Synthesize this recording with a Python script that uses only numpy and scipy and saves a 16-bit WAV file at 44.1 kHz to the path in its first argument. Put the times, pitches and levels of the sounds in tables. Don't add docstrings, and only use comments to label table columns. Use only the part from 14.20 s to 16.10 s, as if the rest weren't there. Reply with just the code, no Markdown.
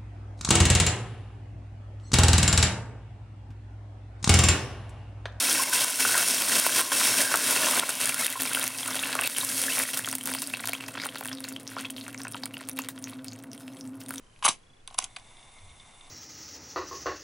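import sys
import numpy as np
from scipy import signal
from scipy.fft import rfft, irfft, next_fast_len
from scipy.io import wavfile
from scipy.ndimage import map_coordinates

SR = 44100
rng = np.random.default_rng(int(sys.argv[2]) if len(sys.argv) > 2 else 0)


def volts(x):
    e = np.asarray(x, float) / 20
    return 10 ** e


def generate_wav(signal):
    frames = np.transpose(np.atleast_2d(signal))
    scaled = np.clip(frames, -1, 1) * 32767
    pcm = np.round(scaled).astype(np.int16)
    wavfile.write(sys.argv[1], SR, pcm)


N = 83790
HIT_N = SR // 50
SHUT_S = 0.5


def unit(x):
    return x / np.sqrt(np.mean(x ** 2) + 1e-20)


def along(points, hz):
    f, v = np.transpose(points)
    return np.interp(np.log(hz + 1), np.log(f + 1), v)


def curve(rows):
    return np.interp(np.arange(N) / SR, *np.transpose(rows))


def wobble(rate):
    knots = rng.standard_normal(int(N * rate / SR) + 4)
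    return map_coordinates(knots, [np.arange(N) * rate / SR])


def filtered(x, response):
    m = next_fast_len(N + 8192)
    return irfft(rfft(x, m) * response(np.fft.rfftfreq(m, 1 / SR)), m)[..., :N]


def ringing(x, modes, swing_in=None):
    def response(f):
        h = 0
        for k, (center, width, db) in enumerate(modes):
            resonance = 1j * f * width / (center * center - f * f + 1j * f * width)
            h = h + (-1) ** k * volts(db) * resonance
        if swing_in:
            center, width, _ = modes[0]
            h = h * 1j * f * width / (center * center - f * f + 1j * f * width * swing_in)
        return h / np.sqrt(np.mean(abs(h) ** 2))
    return filtered(x, response)


def mode_gains(modes):
    power = np.array([width * volts(2 * db) for _, width, db in modes])
    return np.sqrt(power / power.sum()) * (-1) ** np.arange(len(modes))


def struck(modes, force):
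    return sum(gain * ringing(row[:N], [mode], swing_in=3)
               for gain, mode, row in zip(mode_gains(modes), modes, force))


def burst(length_s):
    rise_s = 0.0002
    t = np.arange(HIT_N) / SR
    impacts = np.sign(rng.standard_normal(HIT_N))
    return impacts * (1 - np.exp(-t / rise_s)) * np.exp(-t / length_s)


def push(length_s):
    t = np.arange(HIT_N) / SR / length_s
    return (1 - t) * np.exp(-t)


def chatter():
    # (time [s], level [dB])
    chatter_level = [(.222, -65), (.228, -39), (.24, -37), (.25, -31), (.268, -24), (.276, -34),
                     (.284, -32), (.297, -25.5), (.33, -39.5), (.38, -61.5), (.42, -68), (.67, -72),
                     (.68, -54.5), (.70, -61), (.75, -52), (.77, -66.5), (.783, -32), (.795, -47),
                     (.83, -39.5), (.855, -47.5), (.88, -61), (.93, -101)]
    chatter_mix = [-10.5, -8, -10, -8.5, -10.5]
    grains_per_s = 3500
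    hits = rng.random((5, N)) < grains_per_s / SR
    grains = unit(hits * rng.standard_normal((5, N)))
    grains = volts(chatter_mix)[:, None] * volts(curve(chatter_level)) * grains
    shut = np.arange(N) > SHUT_S * SR
    grains[0] *= ~shut
    grains[1] *= shut
    return grains


def plastic():
    # (time [s], length [s], hollow case [dB], panels [dB], crack [dB],
    # thin edges [dB], lean of the case to its high modes [dB per octave], struck panel pitch [Hz])
    contacts = [(0.161, 0.0017, -68.5, -45.5, -73, -73, 0, 2500),
                (0.19, 0.0017, -58, -47, -57.5, -52.5, 0, 3770),
                (0.2252, 0.0021, -25, -26, -44, -44, 10, 2840),
                (0.23, 0.00128, -25.5, -50, -56, -58, 16, 2200),
                (0.2392, 0.0021, -34, -23.5, -48, -36, -3, 2900),
                (0.2435, 0.0031, -33, -22.5, -31, -23, -3, 2900),
                (0.2476, 0.0037, -19.5, -18, -23, -28, 3, 2870),
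                (0.2503, 0.004, -10.5, -24, -26, -18, 9, 3360),
                (0.2538, 0.0033, -16, -18, -18.5, -15.5, 15, 3600),
                (.2572, 0.00244, -15, -23, -23, -19, 8, 3000),
                (0.2611, 0.00247, -14, -15, -25, -19.5, 18, 3150),
                (.2645, 0.0016, -7.5, -11, -27, -20, 8, 2490),
                (0.266, 0.00086, -13.5, -25, -32, -29, 11, 2300),
                (0.2753, 0.001, -29, -43, -45, -43.5, 3, 2200),
                (0.2789, 0.00218, -10.5, -14.5, -36, -23, -6.5, 2290),
                (0.2837, 0.0019, -29, -14, -17, -16, -11, 3600),
                (0.2865, 0.0032, -15, -20, -18, -19, -8, 3200),
                (0.289, 0.0033, -15.5, -16.5, -27, -30.5, -1, 3400),
                (0.2942, 0.0021, -34.5, -25, -36, -32.5, 12.5, 3850),
                (0.2978, 0.002, -22.5, -36, -40.5, -39.5, -3, 2300),
                (.6752, 0.0014, -48, -26, -35, -30.5, -1, 3960),
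                (.679, 0.0022, -38, -44, -51, -54, 9, 3400),
                (0.7027, 0.0011, -53.5, -37.5, -60, -69, -4.5, 3920),
                (0.709, 0.0032, -38, -51, -56, -58, -13, 2200),
                (0.725, 0.00076, -45, -40, -60, -60, 7, 3000),
                (0.743, 0.002, -42.5, -36, -40, -39.5, -6, 3780),
                (0.746, 0.00085, -33.5, -50, -55, -58, -2, 2200),
                (0.7831, 0.00124, -34, -18, -41, -36, -8, 3930),
                (0.7864, 0.00136, -26.5, -11.5, -18, -14, 12, 3730),
                (.788, 0.00081, -15.5, -18, -9.5, -24, -1, 3300),
                (0.791, 0.00064, -54, -27, -27, -27, 7, 2300), (0.8, 0.003, -37, -31, -42, -57, 3, 3600),
                (0.803, .002, -47, -38, -40, -51, -8, 1900), (0.816, 0.0019, -41, -52, -46, -55, 0, 3600),
                (0.823, 0.002, -49.5, -30.5, -36, -55, -4, 2500),
                (0.8409, 0.00303, -42.5, -28.5, -28, -31, 0, 3600),
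                (0.845, 0.0018, -48, -31, -37, -53, -7, 3700),
                (0.9619, 0.002, -69, -23.5, -49, -44, 5, 4860),
                (.9648, 0.0019, -35.5, -25.5, -38, -40.5, 23, 2340),
                (.9665, 0.0013, -42, -30, -41, -50, 21, 3960),
                (0.969, 0.0023, -36.5, -38, -47, -55, -15.5, 2150),
                (0.985, 0.0028, -47, -42, -58, -53, 9, 1960), (0.996, 0.002, -54, -42, -51, -60, 3, 4400)]
    # (frequency [Hz], width [Hz], relative level [dB])
    open_modes = [(589, 310, -6.5), (782, 110, -20), (810, 150, -15), (1052, 222, 11.5), (1650, 130, -8.5)]
    # (frequency [Hz], width [Hz], relative level [dB])
    shut_modes = [(639, 203, -5), (762, 110, 5.5), (1066, 148, 8), (1500, 106, 0), (1686, 88, -10)]
    # (frequency [Hz], width [Hz], relative level [dB])
    panel_modes = [(1980, 220, -1), (2250, 260, 0.5), (2533, 180, 1), (2896, 246, 2), (3300, 240, 0),
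                   (3600, 130, -2), (3916, 270, -1.5), (4610, 160, -1.5)]
    # (frequency [Hz], width [Hz], relative level [dB])
    crack_modes = [(5210, 970, -5.5), (6190, 380, 1), (7260, 830, -2.5), (8500, 400, -2.5)]
    # (frequency [Hz], width [Hz], relative level [dB])
    edge_modes = [(8980, 450, -2), (10180, 410, 0.5), (10485, 290, -4), (10720, 190, -1)]
    case_push_s, spot_db_per_octave = 0.00015, 15
    open_case, shut_case, panels = [np.zeros((len(m), N + SR)) for m in (open_modes, shut_modes, panel_modes)]
    crack, edges = np.zeros((2, N + SR))
    panel_hz = np.transpose(panel_modes)[0]
    for s, length_s, case_db, panel_db, crack_db, edge_db, lean_db, spot_hz in contacts:
        i = round(s * SR)
        hit = slice(i, i + HIT_N)
        case, modes = (open_case, open_modes) if s < SHUT_S else (shut_case, shut_modes)
        lean = volts(case_db + lean_db * np.log2(np.transpose(modes)[0] / 1000))
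        case[:, hit] += lean[:, None] * push(case_push_s)
        near = volts(panel_db - spot_db_per_octave * abs(np.log2(panel_hz / spot_hz)))
        delay = rng.exponential(size=len(panel_modes)) * length_s / 2
        caught = i + (delay * SR).astype(int)
        panels[np.arange(len(panel_modes)), caught] += near * np.linalg.norm(burst(length_s))
        crack[hit] += volts(crack_db) * burst(length_s)
        edges[hit] += volts(edge_db) * burst(length_s)
    for force, rattle in zip((open_case, shut_case, panels, crack, edges), chatter()):
        force[..., :N] += rattle
    body = struck(open_modes, open_case) + struck(shut_modes, shut_case) + struck(panel_modes, panels)
    return body + ringing(crack[:N], crack_modes) + ringing(edges[:N], edge_modes)


def thuds():
    # (time [s], level [dB])
    shoves = [(0.251, -42), (0.289, -36.5), (0.788, -51.5), (0.83, -56)]
    # (frequency [Hz], width [Hz], relative level [dB])
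    thud_modes = [(152.8, 100, -0.5), (227.7, 98, 3.5), (377, 140, 3.5)]
    force = np.zeros(N + SR)
    for s, db in shoves:
        i = round(s * SR)
        force[i:i + HIT_N] += volts(db) * push(0.0011)
    return ringing(force[:N], thud_modes)


def motor():
    # (time [s], level [dB])
    motor_level = [(.85, -65), (.93, -62), (1.0, -61.5), (1.18, -60), (1.33, -60), (1.5, -60), (1.7, -60),
                   (1.86, -59.5), (1.9, -60)]
    # (frequency [Hz], width [Hz], relative level [dB])
    whir_modes = [(764, 187, 0), (1050, 170, -1), (1470, 81, -15), (2150, 159, 1), (2815, 160, -6),
                  (3570, 156, 2.5), (5960, 1260, -11), (7020, 330, -11), (7950, 480, -9.5),
                  (8940, 800, -6.5), (10140, 510, -8)]
    # (time [s], level [dB])
    gear_ticks = [(1.0834, -48), (1.1692, -46), (1.1927, -44), (1.2271, -43.5), (1.3848, -41), (1.492, -41),
                  (1.514, -47), (1.5983, -39), (1.6744, -61), (1.8093, -39), (1.8672, -44)]
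    whir_db, spin_up_s, tick_s, tick_dull_db_per_khz = 3.5, 0.007, 0.0037, 6
    lumps_per_s, lumps_db, flutter_per_s, flutter_db = 100, 1, 27, 1.16
    t = np.arange(N) / SR
    on = np.clip((t - motor_level[0][0]) / spin_up_s, 0, 1)
    gears = on * volts(curve(motor_level) + whir_db + lumps_db * wobble(lumps_per_s))
    ticks = np.zeros(N + SR)
    for s, db in gear_ticks:
        i = round(s * SR)
        ticks[i:i + HIT_N] += volts(db) * burst(tick_s)
    out = np.zeros(N)
    for gain, mode in zip(mode_gains(whir_modes), whir_modes):
        flutter = volts(flutter_db * wobble(flutter_per_s))
        noise = gears * flutter * rng.standard_normal(N)
        tick_gain = volts(-tick_dull_db_per_khz * abs(mode[0] - 3500) / 1000)
        out += gain * ringing(noise + tick_gain * ticks[:N], [mode])
    return out


def at_two_ports(near):
    wide_db, port_lag_s = -15.5, 0.0004

    def response(hz):
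        low_cut = 1j * hz / (hz + 150)
        return low_cut * np.sqrt(2) * np.cos(2 * np.pi * hz * port_lag_s + 1)

    side = volts(wide_db) * filtered(near, response)
    return np.array([near + side, near - side])


def room(x):
    # (frequency [Hz], time to fall 60 dB [s])
    decay = [(200, 0.39), (600, 0.24), (1100, 0.11), (2000, 0.15), (5000, 0.14), (11000, 0.059)]
    hz, t, z = signal.stft(rng.standard_normal((2, SR // 3)), SR, nperseg=256)
    fading = z * volts(-60 * t / along(decay, hz)[:, None])
    tail = signal.istft(fading, SR, nperseg=256)[1]
    tail = tail / np.linalg.norm(tail[0])
    delayed = np.pad(x, (150, 0))
    return signal.fftconvolve(delayed[None], tail, axes=1)[:, :N]


def bumps():
    # (centre time [s], length [s], frequency [Hz], level before its wobble [dB])
    shifts = [(1.447, 0.096, 89.7, -51.5), (1.521, 0.03, 68.7, -50)]
    t, out = np.arange(N) / SR, np.zeros(N)
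    for s, length_s, hz, db in shifts:
        swell = np.exp(-(2 * (t - s) / length_s) ** 2)
        tone = np.sin(2 * np.pi * hz * t + wobble(40))
        out += volts(db + 0.86 * wobble(38.9)) * swell * tone
    return out


def insect():
    # (centre of first pulse [s], pitch of first pulse [Hz], level before swell [dB],
    # growth along the trill [dB])
    trills = [(.002, 3060, -69.5, -2), (0.403, 3353, -67.5, 4)]
    pulses, pulse_gap_s, pulse_s = 7, 0.0335, 0.013
    swell_db, glide_hz_per_s = 7.5, 350
    t, out = np.arange(N) / SR, np.zeros(N)
    for s, hz, db, growth_db in trills:
        for k in range(pulses):
            u = np.clip((t - s - k * pulse_gap_s) / pulse_s, -0.5, 0.5)
            swell = swell_db * np.sin(np.pi * (k + 0.5) / pulses)
            pulse_db = db + swell + growth_db * k / pulses + rng.normal(0, 0.75)
            pitch = hz + glide_hz_per_s * k * pulse_gap_s
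            tone = np.sin(2 * np.pi * pitch * t + rng.uniform(0, 2 * np.pi))
            out += volts(pulse_db) * np.cos(np.pi * u) * tone
    return out


def rush(spectrum):
    # (frequency [Hz], correlation [-1 to 1])
    alike = [(60, 1), (220, 0.81), (840, 0.012), (3120, 0.16), (11600, 0.74)]

    def response(hz):
        turn = np.arccos(np.clip(along(alike, hz), -1, 1)) / 2
        return volts(along(spectrum, hz)) * [np.cos(turn), np.sin(turn)]

    mid, side = filtered(rng.standard_normal((2, N)), response)
    return unit(np.array([mid + side, mid - side]))


def hush():
    # (frequency [Hz], relative density [dB per Hz])
    hush_spectrum = [(120, -39), (200, -3.5), (387, -2.5), (422, -3), (2860, -11), (3450, -17.5),
                     (3690, -14.5), (10600, -25.5), (11500, -50), (15000, -82.5), (22000, -120)]
    return volts(-63.5) * rush(hush_spectrum)


def rumble():
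    # (frequency [Hz], relative density [dB per Hz])
    rumble_spectrum = [(30, -46.5), (45, 2.5), (70, -3.5), (120, 1), (150, -5), (260, -12), (340, -45),
                       (570, -120)]
    # (time [s], level [dB])
    rumble_level = [(0, -62), (.15, -65), (.4, -64.5), (.7, -65), (1, -63), (1.2, -64.5), (1.4, -63),
                    (1.65, -62.5), (1.9, -69.5)]
    # (frequency [Hz], relative density [dB per Hz])
    deep_spectrum = [(6, -16), (14, 1.5), (22, -12), (30, -18), (40, -54)]
    drift = volts(curve(rumble_level) + 0.84 * wobble(14.0))
    return drift * rush(rumble_spectrum) + volts(-57) * rush(deep_spectrum)


def scene():
    room_db = -16.5
    near = plastic() + thuds() + motor()
    player = at_two_ports(near) + volts(room_db) * room(near)
    return player + insect() + bumps() + hush() + rumble()


def top_cut(x):
    return signal.sosfilt(signal.butter(12, 12240, fs=SR, output="sos"), x)


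def record(dry):
    top_hz, leak_db, leak_db_per_khz = 11020, -13.5, 9

    def limit(hz):
        skirt = volts(leak_db - leak_db_per_khz * (hz - top_hz) / 1000)
        return np.where(hz < top_hz, 1, skirt)

    mix = filtered(dry, limit)
    return top_cut(mix)


dry = scene()
out = record(dry)
generate_wav(out)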